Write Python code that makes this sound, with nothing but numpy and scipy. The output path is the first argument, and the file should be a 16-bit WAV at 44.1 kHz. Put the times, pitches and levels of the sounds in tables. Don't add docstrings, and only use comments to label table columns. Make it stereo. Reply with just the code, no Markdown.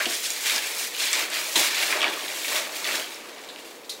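import sys
import numpy as np
from scipy import signal
from scipy.fft import rfft, irfft
from scipy.io import wavfile
from scipy.ndimage import uniform_filter1d

SR = 44100
rng = np.random.default_rng(int(sys.argv[2]) if len(sys.argv) > 2 else 0)


def store_pcm(level_fs):
    pcm = np.round(np.clip(level_fs, -1, 1) * 32767).astype(np.int16)
    wavfile.write(sys.argv[1], SR, np.atleast_2d(pcm).T)


N = 176400

# f/Hz, level/dB
AIR_SPECTRUM = [(25, -26), (110, -28.5), (200, -12), (330, 0), (400, -4), (480, 1.5), (650, -5.5),
                (800, -6), (1500, -16.5), (4000, -36), (16000, -30)]
SAUCE_SPECTRUM = [(200, -56), (500, -5), (800, 1.5), (1250, 4), (2300, 0.5), (3500, -4), (7000, -19)]
SPRAY_SPECTRUM = [(1500, -7), (3500, -3), (5500, -4), (8000, -7.5), (11000, -9.5), (16000, -20)]
SQUELCH_SPECTRUM = [(110, -39.5), (200, -24), (320, -1), (530, -3.5), (620, 4.5), (740, -4), (1250, -1),
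                    (2000, -7), (5000, -39)]
GLOVE_SPECTRUM = [(1500, -33), (3500, -2), (5200, -1.5), (7200, -0.5), (9000, -4), (12000, -5), (16000, -4)]
LEAF_SPECTRUM = [(300, -41.5), (800, -10), (1400, -8), (1900, -1), (2420, 1), (2950, -2.5), (4300, -3),
                 (5400, -9.5), (8000, -16), (16000, -49)]
# f/Hz, side gain/dB, left minus right/dB
STEREO_IMAGE = [(130, -9, 0.5), (280, -17, 0), (547, -10.5, -0.7), (1010, -6.5, -0.5), (2010, -10.5, -1),
                (4170, -5, 1.5), (8700, -0.5, 5), (13000, -1.5, 1)]
# f/Hz, level/dB, T60/s
BOWL_MODES = [(249.5, 2, 0.089), (330, 3.5, 0.2), (466, -3.5, 0.22), (655, 2.5, 0.21)]
# t/s, level/dB
LANDINGS = [(0.058, -30.5), (1.564, -32.5)]
# centre t/s, level/dB, half-length/s
SQUEEZES = [(.09, -44, 0.044), (1.2, -33, 0.021), (1.95, -29.5, 0.032), (2.055, -26.5, 0.027),
            (2.93, -40.5, 0.063)]
RUBS = [(.132, -30, 0.042), (.252, -27.5, 0.018), (.503, -29.5, 0.066), (.82, -32, 0.024),
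        (1.033, -29.5, 0.043), (2.957, -30, 0.0061)]
# t/s, level/dB, f/Hz, decay time/s, relative spray level/dB
SMACKS = [(1.557, -16, 3200, 0.017, -4.5), (3.487, -36.5, 3340, 0.018, -10), (3.894, -29, 3550, 0.02, -1.5)]
# t/s, level/dB, f/Hz, decay time/s
SNAPS = [(.002, -24.5, 1850, 0.018), (0.057, -17, 2880, 0.0027), (0.3038, -21.5, 6660, 0.0017),
         (0.4976, -15.5, 3200, 0.0011), (0.5615, -15, 5300, 0.00077), (0.581, -21, 4200, 0.00095),
         (0.948, -27.5, 2760, 0.0053), (1.1304, -13, 6400, 0.0012), (1.302, -24.5, 7950, .0006),
         (1.557, -16, 3500, 0.0023), (1.667, -21.5, 2370, 0.0046), (1.828, -19.5, 2420, 0.006),
         (1.9258, -19.5, 2090, 0.0059), (2.007, -20, 3100, 0.0028), (2.017, -16.5, 2710, 0.0039),
         (2.029, -17.5, 2670, 0.0033), (2.0428, -11.5, 2480, 0.0018), (2.081, -21, 2600, 0.0018),
         (2.2813, -25.5, 3200, 0.0021), (2.4466, -26, 2360, 0.0049), (2.844, -26, 3970, 0.0065),
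         (2.851, -26.5, 2180, 0.0073), (2.866, -22, 3020, .0025), (2.8893, -21.5, 2300, 0.0034),
         (2.998, -23, 2800, 0.0015), (3.043, -28.5, 3200, 0.0025), (3.145, -32.5, 5200, .0015),
         (3.5608, -26.5, 2900, 0.0006)]
# t/s, leaf level/dB, glove level/dB, squelch level/dB
GATHER = [(0.0, -27, -30, -30), (0.076, -34.5, -36, -46.5), (0.17, -34, -32, -47), (0.388, -35, -34.5, -53),
          (.462, -26, -29.5, -48.5), (0.57, -27, -30.5, -32.5), (0.598, -32.5, -35, -42.5),
          (0.814, -33, -31.5, -44), (0.92, -38, -38, -54)]
PRESS = [(0.975, -31.5, -34.5, -53), (1.003, -26, -31, -41), (1.1, -29, -34.5, -48),
         (1.152, -23.5, -29.5, -39), (1.228, -29, -31, -35.5), (1.286, -38.5, -44, -41),
         (1.37, -27, -31, -39.5), (1.545, -36.5, -33, -45.5)]
DIG = [(1.56, -23.5, -29, -28), (1.594, -23, -23.5, -32.5), (1.66, -24, -23.5, -34.5),
       (1.705, -26, -33.5, -41), (1.85, -27, -28.5, -36.5), (2.05, -32.5, -39, -30.5),
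       (2.152, -35, -41, -39)]
TURN = [(2.23, -33, -36, -40.5), (2.426, -34, -33.5, -44.5), (2.568, -27, -30.5, -32),
        (2.688, -39.5, -41.5, -42.5), (2.786, -36.5, -37, -42.5), (2.88, -32.5, -34, -36),
        (2.968, -30.5, -32.5, -34), (3.08, -41.5, -46, -48.5)]
SETTLE = [(3.11, -42.5, -45.5, -48.5), (3.42, -45.5, -51.5, -46.5), (3.72, -47, -49.5, -53),
          (3.78, -50.5, -54, -59), (4.0, -49.5, -49.5, -51)]


def undb(db):
    return 10 ** (np.asarray(db) / 20)


def unit(x):
    return x / np.sqrt(np.mean(x ** 2) + 1e-18)


def colour(x, spectrum):
    hz, db = np.array(spectrum, float).T
    size = 2048
    f = np.maximum(np.fft.rfftfreq(size, 1 / SR), 1)
    cepstrum = irfft(np.log(undb(np.interp(np.log(f), np.log(hz), db))))
    cepstrum[1:size // 2] *= 2
    cepstrum[size // 2 + 1:] = 0
    response = irfft(np.exp(rfft(cepstrum)))
    return signal.fftconvolve(x, response[None], axes=1)[:, :x.shape[1]]


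def ring(x, hz, q):
    return signal.lfilter(*signal.iirpeak(min(hz, .44 * SR), max(q, 1), fs=SR), x)


def grains(per_s, spread_db, q, low_hz, high_hz, spectrum, bands=12):
    out = np.zeros((2, N))
    for hz in np.geomspace(low_hz, high_hz, bands):
        chance, size, place = rng.random((3, N))
        strength = np.minimum(-np.log(size + 1e-12), 4.5)
        clicks = (chance < per_s / bands / SR) * undb(spread_db * strength) * rng.choice([-1, 1], N)
        side = clicks * np.sqrt(3) * (2 * place - 1)
        out += np.sqrt(hz) * unit(ring(np.array([clicks, side]), hz, q))
    out = colour(out, spectrum)
    return out / np.std(out[0])


def stroke_envelope(t, strokes):
    return sum(undb(db) * np.exp(-.5 * ((t - centre) / half) ** 4) for centre, db, half in strokes)


def air(level_db=-47):
    return undb(level_db) * unit(colour(rng.standard_normal((2, N)), AIR_SPECTRUM))


def reflections(t, room_db, bowl_db, low_t60_s=0.27, treble_t60_s=0.24, bowl_decay_s=0.0058):
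    age = t[:SR // 2]
    noise = lambda: rng.standard_normal((2, len(age)))
    unit_energy = lambda h: h / np.sqrt(np.sum(h ** 2) / 2)
    band = lambda kind: signal.sosfilt(signal.butter(2, 5000, kind, fs=SR, output="sos"), noise())
    tail = band("low") * undb(-60 * age / low_t60_s) + band("high") * undb(-60 * age / treble_t60_s)
    early = noise() * np.exp(-age / bowl_decay_s) * (age > .0006)
    return undb(room_db) * unit_energy(tail * (age > .005)) + undb(bowl_db) * unit_energy(early)


def room(direct, t, spots=16, spot_s=.004, room_db=-5.5, bowl_db=-5.5):
    hold = int(spot_s * SR)
    active_spot = np.repeat(rng.integers(0, spots, N // hold + 1), hold)[:N]
    reflected = np.zeros((2, N))
    for spot in range(spots):
        share = np.sin(np.pi / 2 * uniform_filter1d((active_spot == spot) * 1., hold))
        response = reflections(t, room_db, bowl_db)
        reflected += signal.oaconvolve(direct[:1] * share, response, axes=1)[:, :N]
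    return (direct + reflected) / np.sqrt(1 + undb(room_db) ** 2 + undb(bowl_db) ** 2)


def thuds(t, attack_s=0.0041):
    mid = np.zeros(N)
    for start, db in LANDINGS:
        age = np.maximum(t - start, 0)
        attack = (1 - np.exp(-age / attack_s)) ** 2
        for hz, mode_db, t60 in BOWL_MODES:
            mode = np.sin(2 * np.pi * hz * rng.uniform(0.98, 1.04) * age)
            mid += undb(db + mode_db - 60 * age / t60) * attack * mode
    return np.array([mid, np.zeros(N)])


def squeezes(t):
    sauce = grains(per_s=3800, spread_db=0.5, q=3.6, low_hz=448, high_hz=3200, spectrum=SAUCE_SPECTRUM)
    return sauce * stroke_envelope(t, SQUEEZES)


def rubs(t):
    slips = grains(per_s=6000, spread_db=3.5, q=1.25, low_hz=2300, high_hz=12100, spectrum=SPRAY_SPECTRUM)
    return slips * stroke_envelope(t, RUBS)


def smacks(t, rise=0.17, rise_s=0.00523, flutter_hz=360, attack_s=0.00025):
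    out = np.zeros((2, N))
    spray = grains(per_s=21000, spread_db=2.0, q=2.8, low_hz=4260, high_hz=15000, spectrum=SPRAY_SPECTRUM)
    lowpass = signal.butter(2, flutter_hz, fs=SR, output="sos")
    flutter = unit(signal.sosfilt(lowpass, rng.standard_normal((2, N))))
    flutter = unit(flutter / np.hypot(*flutter) ** 0.56)
    for start, db, hz, decay, spray_db in SMACKS:
        age = np.maximum(t - start, 0)
        pitch = hz * (1 + rise * (1 - np.exp(-age / rise_s)))
        phase = 2 * np.pi * np.cumsum(pitch) / SR
        squeak = flutter[0] * np.cos(phase) + flutter[1] * np.sin(phase)
        envelope = undb(db) * np.exp(-age / decay) * (1 - np.exp(-age / attack_s))
        out += envelope * (np.outer([1, 0], squeak) + undb(spray_db) * spray)
    return out


def snaps(t, breaks_per_s=7000, cavity_q=2.9, edge_db=-24):
    out = np.zeros((2, N))
    age = t[:SR // 5]
    for start, db, hz, decay in SNAPS:
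        fibres = rng.standard_normal(len(age)) * (rng.random(len(age)) < breaks_per_s / SR)
        fibres[0] = 2
        run = fibres * np.exp(-age / decay)
        cavity = ring(ring(run, hz, cavity_q), hz, q=1)
        bright_edge = ring(ring(run, hz, q=1), 1.46 * hz, q=1)
        burst = unit(cavity) + undb(edge_db) * unit(bright_edge)
        burst *= undb(db) * np.sqrt(decay * SR / np.sum(burst ** 2))
        at = int(start * SR)
        mid_side = [1, rng.uniform(-0.37, 0.51)]
        out[:, at:at + len(burst)] += np.outer(mid_side, burst[:N - at])
    return out


def folds(per_s=90, depth_db=1.48, relax_s=0.013):
    kicks = (rng.random(N) < per_s / SR) * rng.uniform(0.68, 1, N)
    swell = signal.lfilter([1], [1, -np.exp(-1 / (relax_s * SR))], kicks)
    return unit(undb(depth_db * np.minimum(swell / np.std(swell), 4)))


def handling(t):
    times, leaf_db, glove_db, wet_db = np.vstack([GATHER, PRESS, DIG, TURN, SETTLE]).T
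    envelope = lambda db: undb(np.interp(t, times, db))
    clumps = folds()
    leaves = grains(per_s=5000, spread_db=3, q=1.88, low_hz=890, high_hz=6870, spectrum=LEAF_SPECTRUM)
    gloves = grains(per_s=9000, spread_db=3, q=1.6, low_hz=3500, high_hz=14000, spectrum=GLOVE_SPECTRUM)
    wet = grains(per_s=1800, spread_db=3, q=5.05, low_hz=224.7, high_hz=2020, spectrum=SQUELCH_SPECTRUM)
    crackle = leaves * envelope(leaf_db) + gloves * envelope(glove_db)
    return crackle * clumps + wet * envelope(wet_db)


def scene():
    t = np.arange(N) / SR
    direct = handling(t) + rubs(t) + squeezes(t) + snaps(t) + smacks(t) + thuds(t)
    mix = room(direct, t) + air()
    hz, side_db, lean_db = np.array(STEREO_IMAGE).T
    mid, side = mix[:1], colour(mix[1:], np.c_[hz, side_db])
    left = colour(mid + side, np.c_[hz, lean_db / 2])
    right = colour(mid - side, np.c_[hz, -lean_db / 2])
    return np.vstack([left, right])


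def record(dry):
    cutoff_hz = 15750
    return signal.sosfilt(signal.ellip(12, .1, 80, cutoff_hz, fs=SR, output="sos"), dry)


dry = scene()
out = record(dry)
store_pcm(out)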